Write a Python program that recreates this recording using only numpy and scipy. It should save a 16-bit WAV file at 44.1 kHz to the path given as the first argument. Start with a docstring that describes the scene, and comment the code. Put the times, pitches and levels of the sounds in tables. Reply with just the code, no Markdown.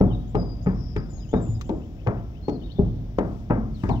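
"""A horse walks over the plank deck of a steel footbridge, heard from the saddle with the right
microphone port muffled. From the start, over a low rumble of air, each hoof touches with its toe, lands,
knocks a plank and sets the whole span booming. In the first two seconds a sparrow whistles and trills
from the trees around the pond; farther birds warble on and off. Midway the tack ticks and a far bird
repeats an upslur. Near the end the rider's clothes rustle and the last hoof skids on the wood."""
import sys
import numpy as np
from scipy import signal
from scipy.fft import rfft, irfft, next_fast_len
from scipy.io import wavfile
from scipy.ndimage import map_coordinates

SR = 44100
rng = np.random.default_rng(int(sys.argv[2]) if len(sys.argv) > 2 else 0)


def transcribe(u):
    """Save the signal u as a 16-bit wav file named by the first command-line argument.

    u: samples, shape (n,) or (channels, n), limited to [-1, 1]; the rate is SR.
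    q: integer samples, one column per channel.
    """
    v = np.clip(np.atleast_2d(u).T, -1, 1)
    q = np.round(v * 32767).astype(np.int16)
    wavfile.write(sys.argv[1], SR, q)


N = 176400


def amp(db):
    """The decibel law: 20 dB is a factor of ten in amplitude."""
    return 10 ** (np.asarray(db) / 20)


def unit_rms(x):
    """Power normalisation: the mean square becomes 1."""
    return x / np.sqrt(np.mean(x ** 2) + 1e-20)


def unit_energy(x):
    """Energy normalisation: each channel's squares sum to 1."""
    return x / np.linalg.norm(x, axis=-1, keepdims=True)


def decay(t, t60):
    """Exponential damping: 60 dB are lost in t60 seconds."""
    return amp(-60 * t / t60)


def along(points, hz):
    """Interpolation of (Hz, value) points on a logarithmic frequency axis."""
    freqs, values = np.transpose(points)
    return np.interp(np.log(hz + 1), np.log(freqs + 1), values)


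def add(out, start, x):
    """Superposition: x joins out at start seconds."""
    i = max(0, round(start * SR))
    part = x[..., :max(0, out.shape[-1] - i)]
    out[..., i:i + part.shape[-1]] += part


def coloured(x, *curves):
    """Minimum-phase filtering by (Hz, dB) curves in cascade, whose decibels add."""
    n = x.shape[-1]
    size = 2 * next_fast_len(n // 2 + SR // 8)
    hz = np.fft.rfftfreq(size, 1 / SR)
    gain = amp(sum(along(curve, hz) for curve in curves))
    cepstrum = irfft(np.log(gain), size)
    cepstrum[1:size // 2] *= 2  # folding onto positive time makes the filter causal
    cepstrum[size // 2 + 1:] = 0
    return irfft(rfft(x, size) * np.exp(rfft(cepstrum)), size)[..., :n]


def stereo_noise(n, spread):
    """Partial coherence: shared white noise plus each side's own, weighted by spread."""
    return unit_rms(rng.standard_normal(n) + spread * rng.standard_normal((2, n)))


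def shaped_noise(n, spectrum, spread):
    """Spectral shaping: white stereo noise takes on a filter's spectrum, at rms 1."""
    return unit_rms(coloured(stereo_noise(n, spread), spectrum))


def wobble(rate, n):
    """Random modulation: a smooth curve through rate random knots a second."""
    return map_coordinates(rng.standard_normal(SR // 20), [np.arange(n) / SR * rate])


def diffuse_tail(t60_curve, spread):
    """Modal overlap: a second of dense ringing acts as noise, each band dying at its own rate."""
    hz, t, bands = signal.stft(stereo_noise(SR, spread), SR, nperseg=256)
    bands = bands * decay(t, along(t60_curve, hz)[:, None])
    return signal.istft(bands, SR, nperseg=256)[1][:, :SR]


# Spectra of the air and of the leaves, the latter with a far bird chorus blurred in near 3.5 kHz. Each row:
# frequency in Hz, relative level in dB.
AIR_SPECTRUM = [(25, -9), (46, 13), (75, 7.5), (120, 4), (250, -4.5), (450, -18), (700, -20.5),
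                (1100, -34.5), (2000, -53), (5000, -74)]
LEAF_SPECTRUM = [(2000, 17), (2800, 14), (3550, 14), (4200, 7), (5500, 12.5), (7500, 0), (10000, -25)]
def air(rumble_db=-35, swell_db=1.5, leaves_db=-64):
    """Amplitude modulation: low outdoor rumble swells a little under a faint, steady hiss of leaves, with a far
    chorus of birds blurred into it near 3.5 kHz."""
    rumble = shaped_noise(N, AIR_SPECTRUM, spread=.22)
    leaves = shaped_noise(N, LEAF_SPECTRUM, spread=.83)
    return amp(rumble_db + swell_db * wobble(rate=7, n=N)) * rumble + amp(leaves_db) * leaves


def whistle(length, start_hz, middle_hz, end_hz, db, waver_hz=11, waver_db=1.2):
    """Frequency modulation: a pure tone glides on a parabola, slightly unsteady in pitch and level."""
    n = int(length * SR)
    progress = np.arange(n) / n
    glide = np.polyfit([0, .5, 1], [start_hz, middle_hz, end_hz], 2)
    hz = np.polyval(glide, progress) + waver_hz * wobble(rate=70, n=n)
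    ramp = np.clip(np.minimum(progress, 1 - progress) / .3, 0, 1)  # 30% rising, 30% fading
    envelope = amp(db + waver_db * wobble(rate=70, n=n)) * np.sin(np.pi / 2 * ramp)
    return envelope * np.sin(2 * np.pi * np.cumsum(hz) / SR)


def trill(length=.25, centre_hz=5220, fall_hz=193, sweep_hz=1150, strokes_per_s=65, db=-45):
    """Sawtooth frequency modulation: quick downstrokes merge into a buzz that swells, sinks and fades."""
    t = np.arange(int(length * SR)) / SR
    progress, stroke = t / length, t * strokes_per_s % 1
    hz = centre_hz + fall_hz * (.5 - progress) + sweep_hz * (.5 - stroke)
    envelope = amp(db) * np.sin(np.pi * progress) * np.sin(np.pi * stroke) ** 2
    return envelope * np.sin(2 * np.pi * np.cumsum(hz) / SR)


# Reverberation among the trunks. Each row: frequency in Hz, 60 dB decay time in seconds.
TRUNK_DECAY = [(3000, 1.9), (7000, 1.5)]
def through_trees(song, direct, trunks_db=-4, leaves_t60=.09):
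    """Multipath propagation: song arrives straight, scattered by leaves and echoed among trunks."""
    t = np.arange(SR) / SR
    trunks = amp(trunks_db) * unit_energy(diffuse_tail(TRUNK_DECAY, spread=.67))
    leaves = unit_energy(stereo_noise(SR, spread=.93) * decay(t, leaves_t60))
    scattered = signal.fftconvolve(song[None], trunks + leaves, axes=1)[:, :N]
    return (direct * song + scattered) / np.hypot(1, direct)


# Bird notes. Each row: start and length in seconds, first, middle and last pitch in Hz, level in dB.
SPARROW_NOTES = [(0.269, 0.048, 6100, 7060, 7300, -63), (0.344, 0.22, 5010, 4946, 4878, -48.5),
                 (0.622, 0.032, 5620, 6840, 7100, -56), (0.973, 0.02, 5280, 4890, 4920, -45.5),
                 (1.091, .115, 7340, 6710, 6600, -50), (1.201, 0.028, 5040, 5010, 5240, -51),
                 (1.285, 0.04, 6040, 6730, 7300, -56), (1.406, 0.15, 7600, 7060, 7080, -51.5),
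                 (1.541, 0.028, 5240, 4950, 4900, -53), (1.635, 0.051, 5800, 6920, 7450, -58)]
WARBLER_NOTES = [(0.062, 0.079, 3590, 3180, 2610, -54), (0.115, 0.054, 3320, 3770, 3120, -54.5),
                 (1.159, 0.11, 4960, 3360, 2370, -61), (1.269, 0.13, 2590, 3610, 3575, -55.5),
                 (2.416, 0.13, 4090, 4360, 4300, -59), (2.518, 0.057, 5500, 4500, 3950, -57.5),
                 (2.597, 0.036, 3760, 3160, 2750, -55.5), (2.623, 0.064, 3080, 3820, 2530, -53.5),
                 (2.689, 0.041, 2620, 3540, 5010, -51), (2.741, 0.057, 3476, 3580, 3510, -56),
                 (3.72, 0.12, 5280, 3470, 2420, -58), (3.881, 0.11, 5120, 3560, 2460, -53.5)]
# A far bird's upslur: one such row without the start.
UPSLUR = (.075, 1900, 2850, 3600, -62)
def birds(trill_start=.725, upslur_start=1.435, upslur_period=.178, gain_db=-2):
    """Direct-to-reverberant ratio conveys distance: the sparrow is near, the other birds farther off."""
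    near, far = np.zeros((2, N))
    for start, *note in SPARROW_NOTES:
        add(near, start, whistle(*note))
    add(near, trill_start, trill())
    for start, *note in WARBLER_NOTES:
        add(far, start, whistle(*note))
    for k in range(6):
        add(far, upslur_start + k * upslur_period, amp(rng.normal(0, 2)) * whistle(*UPSLUR))
    return amp(gain_db) * (through_trees(near, direct=1.1) + through_trees(far, direct=.6))


# Brushes of the rider's clothes. Each row: start in seconds, length in seconds, peak level in dB.
CLOTH_BRUSHES = [(0, .35, -72.5), (3.1, 0.48, -68.5), (3.653, 0.43, -62)]
# Their spectrum. Each row: frequency in Hz, relative level in dB.
CLOTH_SPECTRUM = [(1500, 3), (5500, 3.5), (8000, -4.5), (11000, -12.5)]
def rustle():
    """Friction noise: cloth brushes softly as the rider sways."""
    envelope = np.zeros(N)
    for start, length, db in CLOTH_BRUSHES:
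        add(envelope, start, amp(db) * np.hanning(int(length * SR)))
    return envelope * shaped_noise(N, CLOTH_SPECTRUM, spread=3.2)


def snap(db, spectrum, t60=.04):
    """A contact transient: a brief touch gives a broad band of quickly damped noise."""
    t = np.arange(SR // 5) / SR
    return amp(db) * decay(t, t60) * shaped_noise(len(t), spectrum, spread=.41)


# Ticks of the tack. Each row: start in seconds, level in dB.
TACK_TICKS = [(1.612, -35.5), (1.615, -48), (2.495, -44)]
# Their spectrum. Each row: frequency in Hz, relative level in dB.
TACK_SPECTRUM = [(500, -2.5), (1100, 16.5), (2500, 8.5), (6500, 2.5), (10000, -24.5), (15000, -7.5)]
def tack():
    """Light impacts: bridle and saddle give small, bright ticks."""
    out = np.zeros((2, N))
    for start, db in TACK_TICKS:
        add(out, start, snap(db, TACK_SPECTRUM))
    return out


DECK_SPREAD = .55
# Damping of the deck. 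Each row: frequency in Hz, 60 dB decay time in seconds.
DECK_DECAY = [(50, 0.81), (160, 1), (420, 0.4), (1100, 0.53), (2000, 0.36), (3300, 0.18), (9000, 0.047)]
def deck_ring():
    """Structural reverberation: many loose planks and girders answer a blow."""
    return diffuse_tail(DECK_DECAY, DECK_SPREAD) / np.sqrt(SR / 20)


# Loose planks bumping under the horse. Each row: start in seconds, pitch in Hz, level in dB.
PLANK_BUMPS = [(.022, 193.4, -11.5), (0.115, 125, -20.5), (.672, 136, -21), (1.358, 241.3, -16),
               (1.489, 112, -12), (1.706, 320, -19.5), (2.072, 115.8, -9.5), (2.854, 145.3, -19),
               (3.58, 220.3, -15)]
def loose_planks(t60=.17, ring_db=-10):
    """Damped resonance: planks drop on their girders as the weight shifts, each with a hollow note."""
    out, t = np.zeros((2, N)), np.arange(SR // 3) / SR
    for start, hz, db in PLANK_BUMPS:
        blow = amp(ring_db) * deck_ring()
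        blow[:, 0] += 1  # the direct impulse
        attack = 1 - np.exp(-2 * hz * t)
        note = amp(db) * attack * decay(t, t60) * np.sin(2 * np.pi * hz * t)
        add(out, start, signal.fftconvolve(blow, note[None], axes=1))
    return out


# Spectrum of a hoof sliding on wood. Each row: frequency in Hz, relative level in dB.
SKID_SPECTRUM = [(400, -29), (680, 8.5), (1060, 6), (1250, -20), (8000, -59)]
def skid(start=3.891, db=-25, attack_s=.0024, t60=.26, roughness=1.2):
    """Sliding friction: the last hoof skids a little over the grain of the wood."""
    out, t = np.zeros((2, N)), np.arange(SR // 3) / SR
    slips = stereo_noise(len(t), DECK_SPREAD) * np.exp(roughness * rng.uniform(-1.3, 1, len(t)))
    envelope = amp(db) * (1 - np.exp(-t / attack_s)) * decay(t, t60)
    add(out, start, envelope * unit_rms(coloured(slips, SKID_SPECTRUM)))
    return out


# Modes of the span. 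Each row: frequency in Hz, level relative to the boom in dB, decay time in seconds.
SPAN_MODES = [(48.95, -5.5, 1.1), (112.67, -9.5, 1.55), (147.8, -17.5, 1.36)]
def span_boom(boom_db, attack_s=.00093, detune=.0073):
    """Free vibration: after a blow the whole span swings on in its low modes."""
    t, boom = np.arange(SR) / SR, np.zeros(SR)
    for hz, db, t60 in SPAN_MODES:
        hz *= 1 + rng.normal(0, detune)
        boom -= amp(boom_db + db) * decay(t, t60) * np.sin(2 * np.pi * hz * t)
    return boom * (1 - np.exp(-t / attack_s))


# Modes of plank and steel railing. Each row: frequency in Hz, level in dB, decay time in seconds.
PLANK_MODES = [(183.9, -21, .25), (361.5, -28, 0.14), (413.5, -20, 0.17), (595.7, -24, 0.16),
               (858, -12.5, 0.077), (936.3, -21, 0.13), (1064, -24, 0.028), (1270, -17, 0.11),
               (1572, -22, 0.21)]
RAILING_MODES = [(708, -28.5, 1), (1280, -26, 0.88)]
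def plank_and_railing(hollow_hz, hollow_db=-16, hollow_t60=.15, push_db=-9, detune=.024, vary_db=1.68):
    """Modal superposition: a struck plank knocks with its own hollow note and the railing rings on."""
    t, response = np.arange(SR) / SR, np.zeros(SR)
    for hz, db, t60 in PLANK_MODES + RAILING_MODES:
        gain = amp(db + rng.normal(0, vary_db))
        hz *= 1 + rng.normal(0, detune)
        mode = unit_energy(np.cos(2 * np.pi * hz * t) * decay(t, t60))
        response += gain * rng.choice([-1, 1]) * mode
    response += amp(hollow_db) * unit_energy(np.cos(2 * np.pi * hollow_hz * t) * decay(t, hollow_t60))
    response[0] += amp(push_db)  # the direct impulse
    return response


# Spectra of the wooden deck and the shoe's click. Each row: frequency in Hz, relative level in dB.
WOOD_SPECTRUM = [(28, 22.5), (46, 35), (90, 44.5), (200, 46.5), (400, 45), (850, 38.5), (1100, 39.5),
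                 (1700, 38.5), (2300, 33), (3200, 13.5), (9000, -22.5)]
SHOE_SPECTRUM = [(800, -11.5), (2200, 16), (5000, -1.5), (7500, -7), (10000, -32), (15000, -29)]
# Hoof falls. Each row: start in seconds, toe lead in seconds, the plank's hollow note in Hz,
# gains of the boom, body, knock and clack bands in dB, level of the shoe click in dB.
HOOF_FALLS = [(.007, .004, 192, -14, -17.5, -23.5, -44.5, -45.5),
              (0.347, .004, 417, -18.5, -21.5, -25.5, -45, -38),
              (.662, 0.0066, 189.3, -19, -24.5, -33, -41, -73),
              (.961, 0.0024, 425, -21, -30.5, -42.5, -43, -39),
              (1.331, 0.0068, 237, -18.5, -22, -26, -42, -48.5),
              (1.691, .002, 338, -36.5, -24, -29, -55, -42),
              (2.065, .006, 410, -24, -27, -25.5, -38.5, -41.5),
              (2.481, 0.0021, 290.4, -33, -22, -31.5, -55.5, -41.5),
              (2.786, 0.00524, 405, -15.5, -21.5, -32, -57.5, -52.5),
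              (3.184, 0.0018, 187, -22, -21.5, -24, -39.5, -37),
              (3.5, 0.0064, 236, -17, -22, -23, -35.5, -67.5),
              (3.835, 0.0018, 296, -22.5, -27, -37.5, -41, -47.5),
              (3.888, 0.0035, 169.4, -18, -20, -41, -47.5, -38)]
BOOM_HZ, BODY_HZ, KNOCK_HZ, CLACK_HZ = 92, 270, 725, 1630
def hooves(toe_db=-8.5, roll_s=.018, roll_db=-15, clatter_db=-2, clatter_t60=.039, deck_db=4):
    """Impact excitation: a hoof touches with its toe, lands and rolls flat, and the bridge rings on."""
    out, t = np.zeros((2, N)), np.arange(SR) / SR
    for start, lead, hollow_hz, boom_db, body_db, knock_db, clack_db, click_db in HOOF_FALLS:
        response = plank_and_railing(hollow_hz)
        roll_delay = lead + roll_s * rng.uniform(.48, 1.4)
        blow = np.zeros((2, SR))
        for delay, db in [(0, toe_db), (lead, 0), (roll_delay, roll_db)]:
            clatter = unit_energy(stereo_noise(SR, DECK_SPREAD) * decay(t, clatter_t60))
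            add(blow, delay, amp(db) * (response + amp(clatter_db) * clatter))
        add(blow, lead, amp(deck_db) * deck_ring())
        tone = [(BOOM_HZ, boom_db), (BODY_HZ, body_db), (KNOCK_HZ, knock_db), (CLACK_HZ, clack_db)]
        add(out, start, coloured(blow, WOOD_SPECTRUM, tone))
        add(out, start + lead, span_boom(boom_db))
        add(out, start + lead, snap(click_db, SHOE_SPECTRUM))
    return out


def scene():
    """Linear superposition: the pressures of all sources around the rider add."""
    return hooves() + skid() + loose_planks() + tack() + rustle() + birds() + air()


# Imbalance of the microphone ports. Each row: frequency in Hz, level of left over right in dB.
PORT_IMBALANCE = [(60, -1), (125, 0.9), (250, 1.5), (500, 6), (1000, 7.5), (2000, 8), (4500, 21)]
# Spectrum of the microphone's hiss. Each row: frequency in Hz, relative level in dB.
HISS_SPECTRUM = [(9000, -9), (13000, 5.5), (15500, 6.5)]
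def record(dry, left_lag_s=.00019, hiss_db=-72, top_hz=15780):
    """Level and time differences: the right port is muffled and early; hiss and a band limit follow."""
    size = next_fast_len(N + SR // 2)
    hz = np.fft.rfftfreq(size, 1 / SR)
    ratio = amp(along(PORT_IMBALANCE, hz))
    gains = np.array([2 * ratio, np.full_like(hz, 2)]) / (1 + ratio)
    delays = np.exp(np.outer([-1, 1], 1j * np.pi * hz * left_lag_s))
    hiss = amp(hiss_db) * unit_rms(coloured(rng.standard_normal((2, N)), HISS_SPECTRUM))
    spectrum = rfft(dry, size) * gains * delays + rfft(hiss, size)
    return irfft(spectrum * (hz < top_hz), size)[:, :N]


dry = scene()
out = record(dry)
transcribe(out)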